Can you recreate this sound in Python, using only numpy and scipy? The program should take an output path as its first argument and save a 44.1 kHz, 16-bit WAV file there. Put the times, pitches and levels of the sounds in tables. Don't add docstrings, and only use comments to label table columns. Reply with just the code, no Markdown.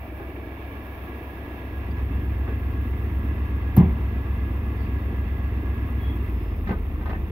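import sys
import numpy as np
from scipy import signal
from scipy.fft import rfft, irfft
from scipy.io import wavfile
from scipy.ndimage import uniform_filter1d

SR = 44100
rng = np.random.default_rng(int(sys.argv[2]) if len(sys.argv) > 2 else 0)


def transcribe(u):
    v = np.clip(np.atleast_2d(u).T, -1, 1)
    q = np.round(v * 32767).astype(np.int16)
    wavfile.write(sys.argv[1], SR, q)


N = 322371
TIME, FREQS = np.arange(N) / SR, np.fft.rfftfreq(N, 1 / SR)

# (frequency [Hz], left over right [dB])
LEAN = [(300, 5.5), (800, 0.5), (1200, 6), (1650, -1.5), (2400, -13.5), (2900, -4.5), (3500, -9), (4100, 2),
        (7000, 1), (10500, -1), (12600, 8.5), (13500, -2.5), (15500, 8)]
# (time [s], level [dB])
DOOR_BLOW = (3.773, -7)


def amp(db):
    return 10 ** (np.asarray(db) / 20)


def evened(x):
    return x / np.sqrt(np.mean(x ** 2) + 1e-20)


def curve(rows):
    return np.interp(TIME, *np.transpose(rows))


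def read(points, hz=FREQS):
    f, value = np.transpose(points)
    return np.interp(np.log(hz + 1), np.log(f + 1), value)


def leaning(hz=FREQS):
    return np.outer([0.5, -0.5], read(LEAN, hz))


def add(mix, s, sound):
    part = mix[..., round(s * SR):][..., :sound.shape[-1]]
    part += sound[..., :part.shape[-1]]


def drift(hz):
    steps = signal.resample_poly(rng.standard_normal(2048), 8, 1)
    return evened(np.interp(TIME * hz * 16, np.arange(len(steps)), steps))


def noise(gain, size=N, swell=1):
    # (frequency [Hz], left-right correlation [-1 to 1])
    likeness = [(100, 0.9), (300, 0.98), (550, 0.7), (900, 0.85), (1200, 0.63), (1900, 0.46),
                (3800, 0.0095), (7500, -0.17), (15000, 0.057)]
    # (frequency [Hz], lag [rad])
    left_lag = [(500, 0), (950, 0.14), (1250, 1.8), (1650, 2), (2760, 0.75), (6000, 0)]
    hz = np.fft.rfftfreq(size, 1 / SR)
    left, other = rfft(rng.standard_normal((2, size)) * swell)
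    same = np.clip(read(likeness, hz), -1, 1)
    right = same * left + np.sqrt(1 - same ** 2) * other
    right = right * np.exp(1j * read(left_lag, hz))
    return irfft(np.array([left, right]) * evened(gain(hz)), size)


def ring(x, colour, size=4096):
    log_gain = np.log(amp(read(colour, abs(np.fft.fftfreq(size, 1 / SR)))))
    response = np.fft.ifft(np.exp(np.conj(signal.hilbert(log_gain)))).real
    return signal.oaconvolve(x, response[:size // 2])[:N]


def strike(t, rise_s, t60_s):
    return (1 - np.exp(-t / rise_s)) * amp(-60 * t / t60_s)


def ramp(start_s, length_s):
    u = np.clip((TIME - start_s) / length_s, 0, 1)
    return u * u * (3 - 2 * u)


def before_bass_rise():
    return 1 - ramp(1.475, 0.62)


def slowed():
    return ramp(6.1, 0.68)


def in_gear():
    return ramp(6.31, 0.41)


def strain(half_width_s):
    return np.exp(-((TIME - 7.8) / half_width_s) ** 2)


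def crank():
    # (time [s], idle speed before the sag [rpm])
    idle = [(0, 935), (.8, 959), (2.5, 943), (3.1, 962), (3.8, 946.5)]
    sag_rpm, start_cycles = 286, 0.584
    rpm = curve(idle) - sag_rpm * slowed()
    return start_cycles + np.cumsum(rpm) / 120 / SR


def air(flutter_db=0.94, wander_db=-0.7):
    # (frequency [Hz], relative density [dB per Hz])
    hiss_colour = [(7000, -15), (9400, -18), (10600, -0.5), (12000, 2), (13600, 5.5), (15700, 4)]
    # (frequency [Hz], relative density [dB per Hz])
    rumble_colour = [(6, -10.5), (25, -20), (45, 6.5), (80, 2), (140, -0.5), (220, -10.5), (800, -71)]
    hiss_db, hiss_slowed_db = -56, -1.2
    rumble_db, rumble_early_db, rumble_gear_db = -40.5, -10, 4
    puff_db, puff_rise_s, puff_t60_s = -27.5, 0.03, 0.69

    hiss = evened(noise(lambda hz: amp(read(hiss_colour, hz) + leaning(hz))))
    unsteady_db = flutter_db * drift(22) + wander_db * drift(1)
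    hiss_gain = amp(hiss_db + hiss_slowed_db * slowed() + unsteady_db)

    rumble = evened(noise(lambda hz: amp(read(rumble_colour, hz))))
    steady = amp(rumble_db + rumble_early_db * before_bass_rise() + rumble_gear_db * in_gear())
    since_door = np.maximum(TIME - DOOR_BLOW[0], 0)
    puff = amp(puff_db) * strike(since_door, puff_rise_s, puff_t60_s)
    return hiss * hiss_gain + rumble * (steady + puff)


def squeaks(waver_s=0.0014):
    # (time [s], length [s], frequency [Hz], rms pitch waver [Hz], peak level [dB])
    squeak_rows = [(1.902, 0.028, 4650, 252, -61), (4.737, 0.18, 4550, 300, -65),
                   (5.953, 0.26, 3310, 60, -52.5), (6.195, 0.55, 5060, 40, -73),
                   (7.121, 0.067, 1800, 70, -42), (7.127, 0.017, 2670, 120, -44)]
    out = np.zeros((2, N))
    for s, length_s, hz, waver_hz, db in squeak_rows:
        size = int(length_s * SR)
        waver = rng.standard_normal((2, size))
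        waver = evened(uniform_filter1d(waver, int(waver_s * SR), axis=1))
        phase = 2 * np.pi * np.cumsum(hz + waver_hz * waver, axis=1) / SR
        add(out, s, amp(db) * np.hanning(size) * np.sqrt(2) * np.sin(phase))
    return out


def knocks(grain_db=2.0, rise_s=0.0015, thud_t60_s=0.12, dull_hz=3800, burst_db=-3, body_db=-3, size=12000):
    # (time [s], level before burst_db [dB], thud level before body_db [dB], brightness [dB per octave])
    knock_rows = [(0.196, -29.5, -47, -4), (2.475, -27.5, -42, -4), (6.671, -31.5, -28.5, 5),
                  (6.691, -21, -34, -0.5), (6.707, -23.5, -21, -1.5), (7.006, -31.5, -33, 0.5),
                  (7.056, -28, -44, 0.5), (7.093, -28.5, -38, 2.5), (7.127, -29.5, -47, -1.5)]
    # (frequency [Hz], width [Hz], relative level [dB])
    underbody = [(380, 75, 6.5), (640, 130, -1), (783, 46, 5.5), (996, 58, -1.5), (1232, 11, 10.5),
                 (1535, 38, 4), (1792, 29, 2.5), (2050, 89, -5), (2460, 80, -37), (2480, 57, -11),
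                 (3290, 140, -24), (3770, 200, -21)]
    # (frequency [Hz], relative level [dB])
    thud_tones = [(148, 0), (202, 9)]
    knock_t60_s, rebound_s, rebound_db = 0.13, 0.017, -5.5

    t, out = np.arange(size) / SR, np.zeros((2, N))
    f = np.fft.rfftfreq(size, 1 / SR)
    power = 0
    for hz, width_hz, db in underbody:
        detune = (f ** 2 - hz ** 2) / (width_hz * f + 1)
        power = power + amp(db) ** 2 / (1 + detune ** 2)
    colour = np.sqrt(power) / (1 + (f / dull_hz) ** 4)
    tones = sum(amp(db) * np.sin(2 * np.pi * hz * t) for hz, db in thud_tones)
    thud = amp(body_db) * tones * strike(t, rise_s, thud_t60_s)

    for s, db, thud_db, bright_db in knock_rows:
        tilted = colour * amp(bright_db * np.log2(f + 1))
        for delay_s, change_db in ((0, 0), (rebound_s, rebound_db)):
            grain = evened(uniform_filter1d(rng.standard_normal(size), 80))
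            grit = evened(amp(grain_db * grain))
            burst = noise(lambda hz: tilted, size, grit) * strike(t, rise_s, knock_t60_s)
            blow = amp(db + burst_db) * burst + amp(thud_db) * thud
            add(out, s + delay_s, amp(change_db) * blow)
    return out


def door(rise_s=0.0034, size=24000):
    # (frequency [Hz], level before the blow level [dB], t60 [s])
    door_modes = [(78.2, -3.5, 0.54), (116, -4, 0.28), (147.6, -0.5, 0.22), (167, -8.5, 0.22),
                  (180, 2.5, 0.29), (215, -8.5, 0.42), (319, -20, 0.48), (379, -20.5, 0.46),
                  (1000, -27, 0.2), (2090, -37, 0.42), (2170, -45, 0.2)]
    # (time [s], level [dB], t60 [s])
    rattles = [(3.766, -23, 0.07), (3.7722, -20.5, 0.29), (3.798, -23, 0.3), (3.826, -32, 0.92)]
    # (frequency [Hz], relative density [dB per Hz])
    rattle_colour = [(100, -6), (250, 7.5), (400, -5.5), (560, -11.5), (750, -9.5), (1000, -9.5),
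                     (1400, -23.5), (2300, -22.5), (3500, -37), (5000, -60), (12000, -69)]
    # (time [s], level [dB], centre [Hz], Gaussian sigma [Hz], t60 [s])
    latch = [(3.7645, -26, 13040, 1680, 0.031), (3.767, -48, 4470, 1800, 0.12),
             (3.775, -48, 12900, 2400, 0.12), (3.7855, -33, 8450, 4030, 0.0048)]

    t, out = np.arange(size) / SR, np.zeros((2, N))
    body = np.zeros(size)
    for k, (hz, db, t60_s) in enumerate(door_modes):
        sign = (-1) ** k
        body += sign * amp(db) * np.sin(2 * np.pi * hz * t) * strike(t, rise_s, t60_s)
    blow_s, blow_db = DOOR_BLOW
    add(out, blow_s, amp(blow_db) * body)

    for s, db, t60_s in rattles:
        rattle = noise(lambda hz: amp(read(rattle_colour, hz)), size)
        add(out, s, amp(db) * rattle * strike(t, 0.00033, t60_s))
    for s, db, centre_hz, sigma_hz, t60_s in latch:
        click = noise(lambda hz: np.exp(-0.5 * ((hz - centre_hz) / sigma_hz) ** 2), size)
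        add(out, s, amp(db) * click * strike(t, 0.00063, t60_s))
    return out


def whines():
    # (frequency [Hz], half width of each filter pass [Hz], early [dB], settled [dB], in gear [dB],
    #  left over right [dB])
    resonances = [(1666, 29.4, -60.5, -60, -80, -21), (2017, 88, -69, -55, -64, -4),
                  (1138, 91, -80, -55.5, -64, 5), (650, 122, -45.5, -61, -69, -1),
                  (409, 49, -63, -52.5, -51.5, -4.5), (2300, 89, -53.5, -66, -67.5, -9),
                  (2667, 130, -67.5, -66, -77, -2), (6191, 25, -89, -83.5, -83.5, -1.5),
                  (9180, 110, -91, -92.5, -92.5, 17.5)]
    settled_s = 2.8
    shift, settled = ramp(6, 0.81), np.clip(TIME / settled_s, 0, 1)
    shake, out = noise(np.ones_like), np.zeros((2, N))
    for hz, half_width_hz, early_db, settled_db, gear_db, lean_db in resonances:
        free_db = early_db + settled * (settled_db - early_db)
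        level_db = free_db + shift * (gear_db - free_db)
        b, a = signal.iirpeak(hz, hz / (2 * half_width_hz), SR)
        tone = evened(signal.lfilter(b, a, signal.lfilter(b, a, shake)))
        out += tone * amp(level_db) * amp(lean_db * np.array([[0.5], [-0.5]]))
    return out


def engine_bay(cycles, tick=0.3, tick_length=0.17, valve_db=4, flutter_db=0.5, ripple_db=2.5, count=16):
    # (frequency [Hz], relative density [dB per Hz])
    bay_colour = [(100, -2), (400, 1), (560, -2.5), (700, -1.5), (1100, -1), (1450, -8.5), (1800, -2),
                  (2050, -8), (2350, -12.5), (2650, -7.5), (3100, -18), (3600, -16.5), (4100, -26),
                  (5500, -31), (8000, -48), (12000, -46.5)]
    bay_db, bay_slowed_db = -43.5, -2.5
    valve = cycles * count
    loudness = amp(valve_db * evened(rng.standard_normal(count)))
    decay = np.exp(-(valve % 1) / tick_length)
    ticks = evened(loudness[valve.astype(int) % count] * decay)

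    panels = np.interp(FREQS, np.linspace(0, SR / 2, 512), rng.standard_normal(512))
    panels *= np.clip(FREQS / 2000, 0, 1)
    colour = amp(read(bay_colour) + ripple_db * panels + leaning())
    rush = noise(lambda hz: colour, swell=np.sqrt(1 + (tick * ticks) ** 2))
    return evened(rush) * amp(bay_db + bay_slowed_db * slowed() + flutter_db * drift(11))


def gathering():
    return amp(-2 * (1 - ramp(0, 0.9)))


def firings(cycles, rough, uneven_db, puff_t60_s):
    # (strength [dB], pipe delay [s])
    cylinders = [(-4.5, 0.0023), (3.5, .0044), (2.5, 0.0058), (4, .02), (-3.5, .02), (-9, .018),
                 (3, 0.0092), (-10.5, .01)]
    pulses = np.zeros(N)
    for k, (db, delay_s) in enumerate(cylinders):
        delayed = np.interp(TIME - delay_s, TIME, cycles)
        turn = np.floor(delayed - k / len(cylinders))
        pulses += np.diff(turn, prepend=turn[0]) * amp(db + uneven_db * rng.standard_normal(N))
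    puffs = signal.lfilter([1], [1, -amp(-60 / puff_t60_s / SR)], pulses)
    gas = puffs * rng.standard_normal(N)
    return evened(pulses) + rough * evened(gas)


def boom_level():
    full_db, early_db, gear_db, strain_db = -25.5, -12, -2.5, -4
    change_db = early_db * before_bass_rise() + gear_db * in_gear() + strain_db * strain(0.1)
    return amp(full_db + change_db)


def burble(cycles, drone_db=-12.5):
    # (frequency [Hz], relative gain [dB])
    silencer = [(60, -41.5), (115, -25), (150, -0.5), (185, 2), (207, 3.5), (235, 4.5), (280, 2),
                (350, -3.5), (430, -16), (700, -33.5), (2000, -73)]
    # (frequency [Hz], relative gain [dB])
    rasp_colour = [(100, -32.5), (190, -9), (250, 4), (330, 5.5), (410, -3.5), (480, -4), (560, -13.5),
                   (680, -9), (850, -22.5), (1200, -25.5), (3000, -53.5)]
    rasp_db, rasp_gear_db, rasp_strain_db = -42, 1.5, 5
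    drone = ring(firings(cycles, rough=1.0, uneven_db=-1.5, puff_t60_s=0.15), silencer)
    rasp = ring(firings(cycles, rough=2.03, uneven_db=2.0, puff_t60_s=0.31), rasp_colour)
    rasp_gain = amp(rasp_db + rasp_gear_db * in_gear() + rasp_strain_db * strain(0.25))
    return evened(drone) * boom_level() * amp(drone_db) + evened(rasp) * rasp_gain


def boom(cycles, waver_db=1.1):
    orders = [(4, -26, -48), (5, -36, -55), (6, -20, -33), (7, -17, -28), (8, -3, -6), (9, -5, -20),
              (10, -14, -32), (11, -13, -12), (12, -22, -18), (13, -9, -3), (14, -33, -20), (15, -26, -14),
              (16, -21, -12), (17, -46, -17), (18, -41, -22), (19, -34, -21)]
    load, out = in_gear(), np.zeros(N)
    for order, free_db, gear_db in orders:
        k = round(order)
        level = (1 - load) * amp(free_db) + load * amp(gear_db)
        level = level * amp(waver_db * drift(7.4))
        out += level * np.cos(2 * np.pi * k * cycles - k ** 2)
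    return np.sqrt(2) * out * boom_level()


def scene():
    cycles = crank()
    bay = (engine_bay(cycles) + whines()) * gathering()
    exhaust = burble(cycles) + boom(cycles)
    return air() + squeaks() + knocks() + door() + bay + exhaust


def record(dry):
    edge_hz, fade_s = 15800, 0.003
    ending = ramp(0, fade_s)[::-1]
    lowpass = signal.firwin(701, edge_hz, window=("kaiser", 9), fs=SR)
    return signal.oaconvolve(dry * ending, lowpass[None], "same")


dry = scene()
out = record(dry)
transcribe(out)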